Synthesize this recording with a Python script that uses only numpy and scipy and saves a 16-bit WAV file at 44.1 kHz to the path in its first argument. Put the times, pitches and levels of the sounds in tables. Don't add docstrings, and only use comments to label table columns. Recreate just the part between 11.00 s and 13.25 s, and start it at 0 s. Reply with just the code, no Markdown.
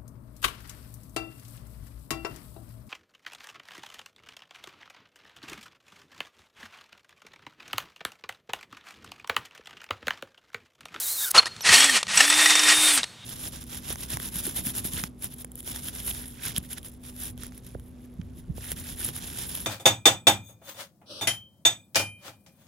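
import sys
import numpy as np
from scipy import signal
from scipy.fft import rfft, irfft, next_fast_len
from scipy.io import wavfile
from scipy.ndimage import map_coordinates

SR = 44100
rng = np.random.default_rng(int(sys.argv[2]) if len(sys.argv) > 2 else 0)


def linear_from_db(decibels):
    return 10 ** (np.asarray(decibels, float) / 20)


def master_out(mix):
    frames = np.transpose(np.atleast_2d(mix))
    ceiling = np.clip(frames, -1, 1)
    pcm = np.round(ceiling * 32767).astype(np.int16)
    wavfile.write(sys.argv[1], SR, pcm)


N = 99225
T = np.arange(N) / SR

# (time [s], speed [Hz])
SHAFT_SPEED = [
    [(.625, 90), (.74, 204.3), (.772, 253.5), (.795, 271), (.824, 275.5), (.872, 287.4), (.948, 243),
     (.976, 202), (1.015, 142)],
    [(1.085, 71.8), (1.17, 205.4), (1.19, 247.2), (1.234, 282), (1.27, 292), (1.36, 302.5), (1.43, 303.5),
     (1.9, 305), (1.936, 289.4), (1.978, 273), (2.025, 201)],
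]
# (time [s], gear rush [dB], treble [dB])
PULL_LEVELS = [
    [(.62, -55, -74), (.65, -27, -50), (.672, -17, -49), (.71, -17, -32), (.745, -15, -18.5),
     (.8, -17.5, -23.5), (.87, -24.5, -31), (.93, -25, -30.5), (.972, -18.5, -33), (.995, -35, -57),
     (1.02, -38.5, -58)],
    [(1.08, -38, -54), (1.12, -25.5, -52), (1.16, -20.5, -29), (1.195, -14.5, -26), (1.23, -21, -30.5),
     (1.35, -24.5, -29.5), (1.42, -20, -26), (1.62, -27, -30.5), (1.7, -19, -27.5), (1.85, -22.5, -25.5),
     (1.93, -23, -24.5), (1.985, -20.5, -27), (2.005, -29.5, -66), (2.028, -45, -56)],
]
# (time [s], level [dB])
WHINE_LEVEL = [(.71, -45), (.745, -26), (.82, -28), (.97, -33), (1.0, -60), (1.2, -36), (1.3, -31),
               (1.42, -26), (1.62, -29), (1.87, -26.5), (1.95, -33), (2.0, -48)]
# (frequency [Hz], relative level [dB])
RUSH_COLOUR = [(35, -65), (60, -49), (295, -18), (1280, -6.5), (1870, -4), (2350, -2.5), (9000, -8.5),
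               (11700, -24), (19800, -120)]
# (frequency [Hz], relative level [dB])
FAN_COLOUR = [(6000, -26), (8000, 3.5), (9500, 0.5), (11500, -5), (12500, -11), (15800, -16.5)]
COMMUTATOR_BARS, GEAR_TEETH = 12, 31
LIFT_S, LIFT_FADE_S = 1.76, 0.039

# (frequency [Hz], width [Hz], relative level [dB])
DECK_LOW_MODES = [(822, 111.5, -14.5), (1262, 67, -9.5), (1870, 44.6, 5), (2650, 173, -6)]
# (frequency [Hz], width [Hz], relative level [dB])
DECK_HIGH_MODES = [(5400, 65, -5), (5710, 89.7, -1), (7975, 41.4, 0.5)]
# (time [s], low ring [dB], high ring [dB])
WALL_KNOCKS = [(0.6893, -4, -30), (0.7394, -25, -6), (0.7587, -15, -22), (0.7796, -17, -14),
               (0.8028, -12, -6.5), (0.841, -23, -9), (0.8938, -12.5, -20), (1.1728, -15, -5),
               (1.204, -2.5, -10), (1.2495, -13, -20), (1.277, -14, -22), (1.2997, -10.5, -9),
               (1.323, -12, -26), (1.339, -21, -14), (1.388, -11, -24), (1.4572, -6.5, -9),
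               (1.503, -28, -10), (1.5525, -14, -6.5), (1.592, -21, -8.5), (1.633, -25, -9),
               (1.686, -15, -11.5), (1.72, -15, -16)]

# (time [s], low band [dB], high band [dB])
SCRAPE_LEVELS = [(.332, -64, -78), (.348, -19.5, -24.5), (.365, -19.5, -21), (.385, -18, -19),
                 (.402, -23.5, -32.5), (.414, -41.5, -44), (.43, -33, -40), (.436, -31, -46),
                 (.442, -53, -75), (.456, -49, -49), (.468, -33.5, -32), (.479, -38, -38), (.49, -56, -61)]
# (frequency [Hz], relative level [dB])
SCRAPE_LOW_COLOUR = [(35, -47), (60, -33), (707, -11.5), (1290, -4.5), (1430, -10.5), (3600, -12),
                     (4680, -31), (7920, -120)]
# (frequency [Hz], relative level [dB])
SCRAPE_HIGH_COLOUR = [(1940, -59), (3300, -18.5), (4390, -9.5), (4900, -13), (10200, -20), (15500, -53)]
# (start [s], length [s], pitch [Hz], level [dB])
SHORT_TONES = [(0.379, 0.0073, 4330, -10.5), (0.386, 0.01, 4288, -7), (0.31, 0.0059, 10100, -26),
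               (0.364, 0.0021, 2860, -16), (0.374, .014, 1310, -19), (.467, 0.0091, 1910, -32),
               (0.752, 0.0053, 4480, -11), (2.032, .0012, 3780, -19.5)]
# (time [s], level [dB])
BIT_SINGING_LEVEL = [(.4, -46), (.62, -60), (.69, -29), (.97, -33), (1.0, -66), (2.04, -52), (2.15, -62)]

# (time [s], level [dB])
CLICK_HITS = [(0.0163, -30), (0.457, -17.5), (0.5637, -31.5), (0.607, -24.5), (1.0289, -13.5), (1.068, -25),
              (1.976, -9.5), (2.031, -16), (2.0393, -15.5)]
# (frequency [Hz], relative level [dB])
CLICK_NOISE_COLOUR = [(120, -15), (1200, 1), (4000, 4), (10000, -6), (15500, -49)]

# (time [s], level [dB])
HISS_LEVEL = [(0, -28), (.025, -28), (.26, -26.5), (.288, -27), (.3, -41), (.307, -30), (.315, -17),
              (.318, -61), (.33, -70)]
# (frequency [Hz], relative level [dB])
HISS_NOISE_COLOUR = [(180, -46), (300, -28), (1490, -10.5), (2900, -19), (3790, -8), (5300, -5.5),
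                     (9800, -0.5), (15200, -0.5), (16200, -1.5)]
# (time [s], pitch [Hz], level [dB])
WHISTLE_PATHS = [
    [(.025, 4000, -44), (.048, 4050, -46), (.06, 3750, -39), (.13, 4230, -41), (.172, 4030, -44),
     (.184, 3720, -38), (.255, 3670, -42)],
    [(.2, 1800, -50), (.26, 1540, -43.5), (.285, 1460, -40), (.3, 1460, -54)],
    [(.608, 5900, -44), (.618, 6050, -43), (.632, 5250, -44), (.65, 5460, -42)],
]
# (frequency [Hz], width [Hz], relative level [dB])
RUSTLE_BANDS = [(2900, 560, -7), (3700, 150, 4)]

# (time [s], level [dB])
RUMBLE_LEVEL = [(.33, -56), (.4, -54.5), (.6, -55), (.7, -45.5), (.95, -64.5), (1.15, -48.5), (1.3, -65),
                (2.25, -56.5)]
# (frequency [Hz], relative level [dB])
RUMBLE_NOISE_COLOUR = [(40, -21), (90, 4.5), (220, 1), (400, -32)]
# (frequency [Hz], relative level [dB])
ROOM_COLOUR = [(20, -24), (70, -6), (191, -14.5), (400, -9), (1980, -10), (3170, -9.5), (8880, -18),
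               (15500, -46)]


def unit(x):
    return x / np.sqrt(np.mean(x ** 2) + 1e-20)


def curve(rows, column, off=-120):
    rows = np.array(rows, float)
    return np.interp(T, rows[:, 0], rows[:, column], off, off)


def wobble(rate):
    knots = rng.standard_normal(int(N * 400 / SR) + 4)
    return map_coordinates(knots, [T * rate])


def filtered(x, response):
    size = next_fast_len(N + 8192)
    return irfft(rfft(x, size) * response(np.fft.rfftfreq(size, 1 / SR)), size)[:N]


def colour(points):
    f, db = np.transpose(points)
    return lambda hz: linear_from_db(np.interp(np.log(hz + 1), np.log(f + 1), db))


def noise(points):
    return unit(filtered(rng.standard_normal(N), colour(points)))


def gritty(points):
    chance, size = rng.random((2, N))
    hit = chance < 3400 / SR
    grains = hit * linear_from_db(23.1 * size) * rng.choice([-1, 1], N)
    return unit(filtered(rng.standard_normal(N) + linear_from_db(-14) * unit(grains), colour(points)))


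def rings(modes):
    def response(f):
        total = 0
        for k, (centre, width, db) in enumerate(modes):
            damping = 1j * f * width
            total = total + (-1) ** k * linear_from_db(db) * damping / (centre ** 2 - f ** 2 + damping)
        return total
    return response


def burst(start, db, rise_s, t60):
    t = np.maximum(T - start, 0)
    return (1 - np.exp(-t / rise_s)) * linear_from_db(db - 60 * t / t60)


def tone(hz, waver_hz):
    return np.sqrt(2) * np.sin(2 * np.pi * np.cumsum(hz + waver_hz * wobble(200)) / SR)


def shaft_hum(shaft, rush_db):
    spin_db = 20 * np.log10(shaft / np.max(SHAFT_SPEED[-1]) + 1e-6)
    fade_db = np.minimum(rush_db + 26, 0)
    return linear_from_db(-39 + 2.5 * spin_db + fade_db + wobble(20)) * tone(shaft, waver_hz=1.5)


def commutator_whine(shaft):
    level = linear_from_db(curve(WHINE_LEVEL, column=1) + 3 * wobble(150)) * (shaft > 0)
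    return level * tone(COMMUTATOR_BARS * shaft, waver_hz=22)


def gear_mesh(shaft, treble_db):
    level = linear_from_db(treble_db - 7 - 12 * (T < LIFT_S) + 3 * wobble(100))
    pulse = 1 + tone(shaft, waver_hz=20)
    return level * pulse * tone(GEAR_TEETH * shaft, waver_hz=130)


def deck_hum(rush):
    contact = np.clip((LIFT_S - T) / LIFT_FADE_S, 0, 1)
    out = np.zeros(N)
    for modes, db in (DECK_LOW_MODES, -8.5), (DECK_HIGH_MODES, -24):
        ring = unit(filtered(gritty([(100, 0)]), rings(modes)))
        out += linear_from_db(db + 2.8 * wobble(70)) * contact * rush * ring
    return out


def motor():
    out = np.zeros(N)
    for speed, pull in zip(SHAFT_SPEED, PULL_LEVELS):
        shaft = curve(speed, column=1, off=0)
        rush_db, treble_db = curve(pull, column=1), curve(pull, column=2)
        out += shaft_hum(shaft, rush_db) + commutator_whine(shaft) + gear_mesh(shaft, treble_db)
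        rush = linear_from_db(rush_db + 2.47 * wobble(25.78) + 0.21 * wobble(90))
        out += linear_from_db(0.5) * rush * gritty(RUSH_COLOUR)
        out += linear_from_db(treble_db + 1.8 * wobble(40.63)) * gritty(FAN_COLOUR)
        out += deck_hum(rush)
    return out


def knocks():
    out = np.zeros(N)
    for column, modes in enumerate([DECK_LOW_MODES, DECK_HIGH_MODES], start=1):
        push = sum(burst(k[0], k[column], rise_s=0.0024, t60=0.036) for k in WALL_KNOCKS)
        ring = sum(linear_from_db(db + 4 * wobble(60)) * tone(hz, width) for hz, width, db in modes)
        out += push * (unit(ring) + linear_from_db(-3) * gritty(RUSH_COLOUR))
    return out


def scrape():
    low = linear_from_db(curve(SCRAPE_LEVELS, column=1)) * gritty(SCRAPE_LOW_COLOUR)
    high = linear_from_db(curve(SCRAPE_LEVELS, column=2)) * gritty(SCRAPE_HIGH_COLOUR)
    return low + high


def squeals_tick_and_ring():
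    out = np.zeros(N)
    for start, length, hz, db in SHORT_TONES:
        attack = np.clip((T - start) / 0.00014, 0, 1)
        release = linear_from_db(-60 * np.maximum(T - start - length, 0) / 0.008)
        out += attack * release * linear_from_db(db + 1.2 * wobble(270)) * tone(hz, waver_hz=54)
    return out


def bit_singing():
    return linear_from_db(curve(BIT_SINGING_LEVEL, column=1) + 2.3 * wobble(61.3)) * tone(4330, waver_hz=70)


def clicks():
    hits = sum(burst(s, db, rise_s=0.00064, t60=0.018) for s, db in CLICK_HITS)
    return hits * noise(CLICK_NOISE_COLOUR)


def hiss():
    return linear_from_db(curve(HISS_LEVEL, column=1) + 1.44 * wobble(55.0)) * noise(HISS_NOISE_COLOUR)


def whistles():
    out = np.zeros(N)
    for path in WHISTLE_PATHS:
        pitch = curve(path, column=1, off=0)
        for harmonic, drop_db in (1, 0), (2, 8.2):
            level = linear_from_db(curve(path, column=2) - drop_db + 3.4 * wobble(77))
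            out += level * tone(harmonic * pitch, waver_hz=89)
    return out


def rustle():
    band = unit(filtered(rng.standard_normal(N), rings(RUSTLE_BANDS)))
    return linear_from_db(-46.5 + 130 * (T - T[-1])) * band


def handling_rumble():
    return linear_from_db(curve(RUMBLE_LEVEL, column=1) + 5.9 * wobble(20.33)) * noise(RUMBLE_NOISE_COLOUR)


def echo(dry):
    length = SR // 3
    tail = rng.standard_normal(length) * burst(0.0154, 0, rise_s=0.0023, t60=0.59)[:length]
    return linear_from_db(-25.5) * signal.fftconvolve(dry, tail / np.linalg.norm(tail))[:N]


def room_hush():
    return linear_from_db(-49.5 + wobble(10.15)) * noise(ROOM_COLOUR)


def scene():
    drill = motor() + knocks() + scrape() + squeals_tick_and_ring() + bit_singing() + clicks()
    dry = drill + hiss() + whistles() + rustle() + handling_rumble()
    mono = dry + echo(dry) + room_hush()
    return np.array([mono, mono])


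def band_limit(x):
    return signal.sosfilt(signal.butter(12, 16360, fs=SR, output="sos"), x)


def record(dry):
    kept = filtered(dry[0], lambda hz: 1 / (1 + (hz / 15700) ** 80))
    mix = np.clip(np.array([kept, kept]), -1, 1)
    return band_limit(mix)


dry = scene()
out = record(dry)
master_out(out)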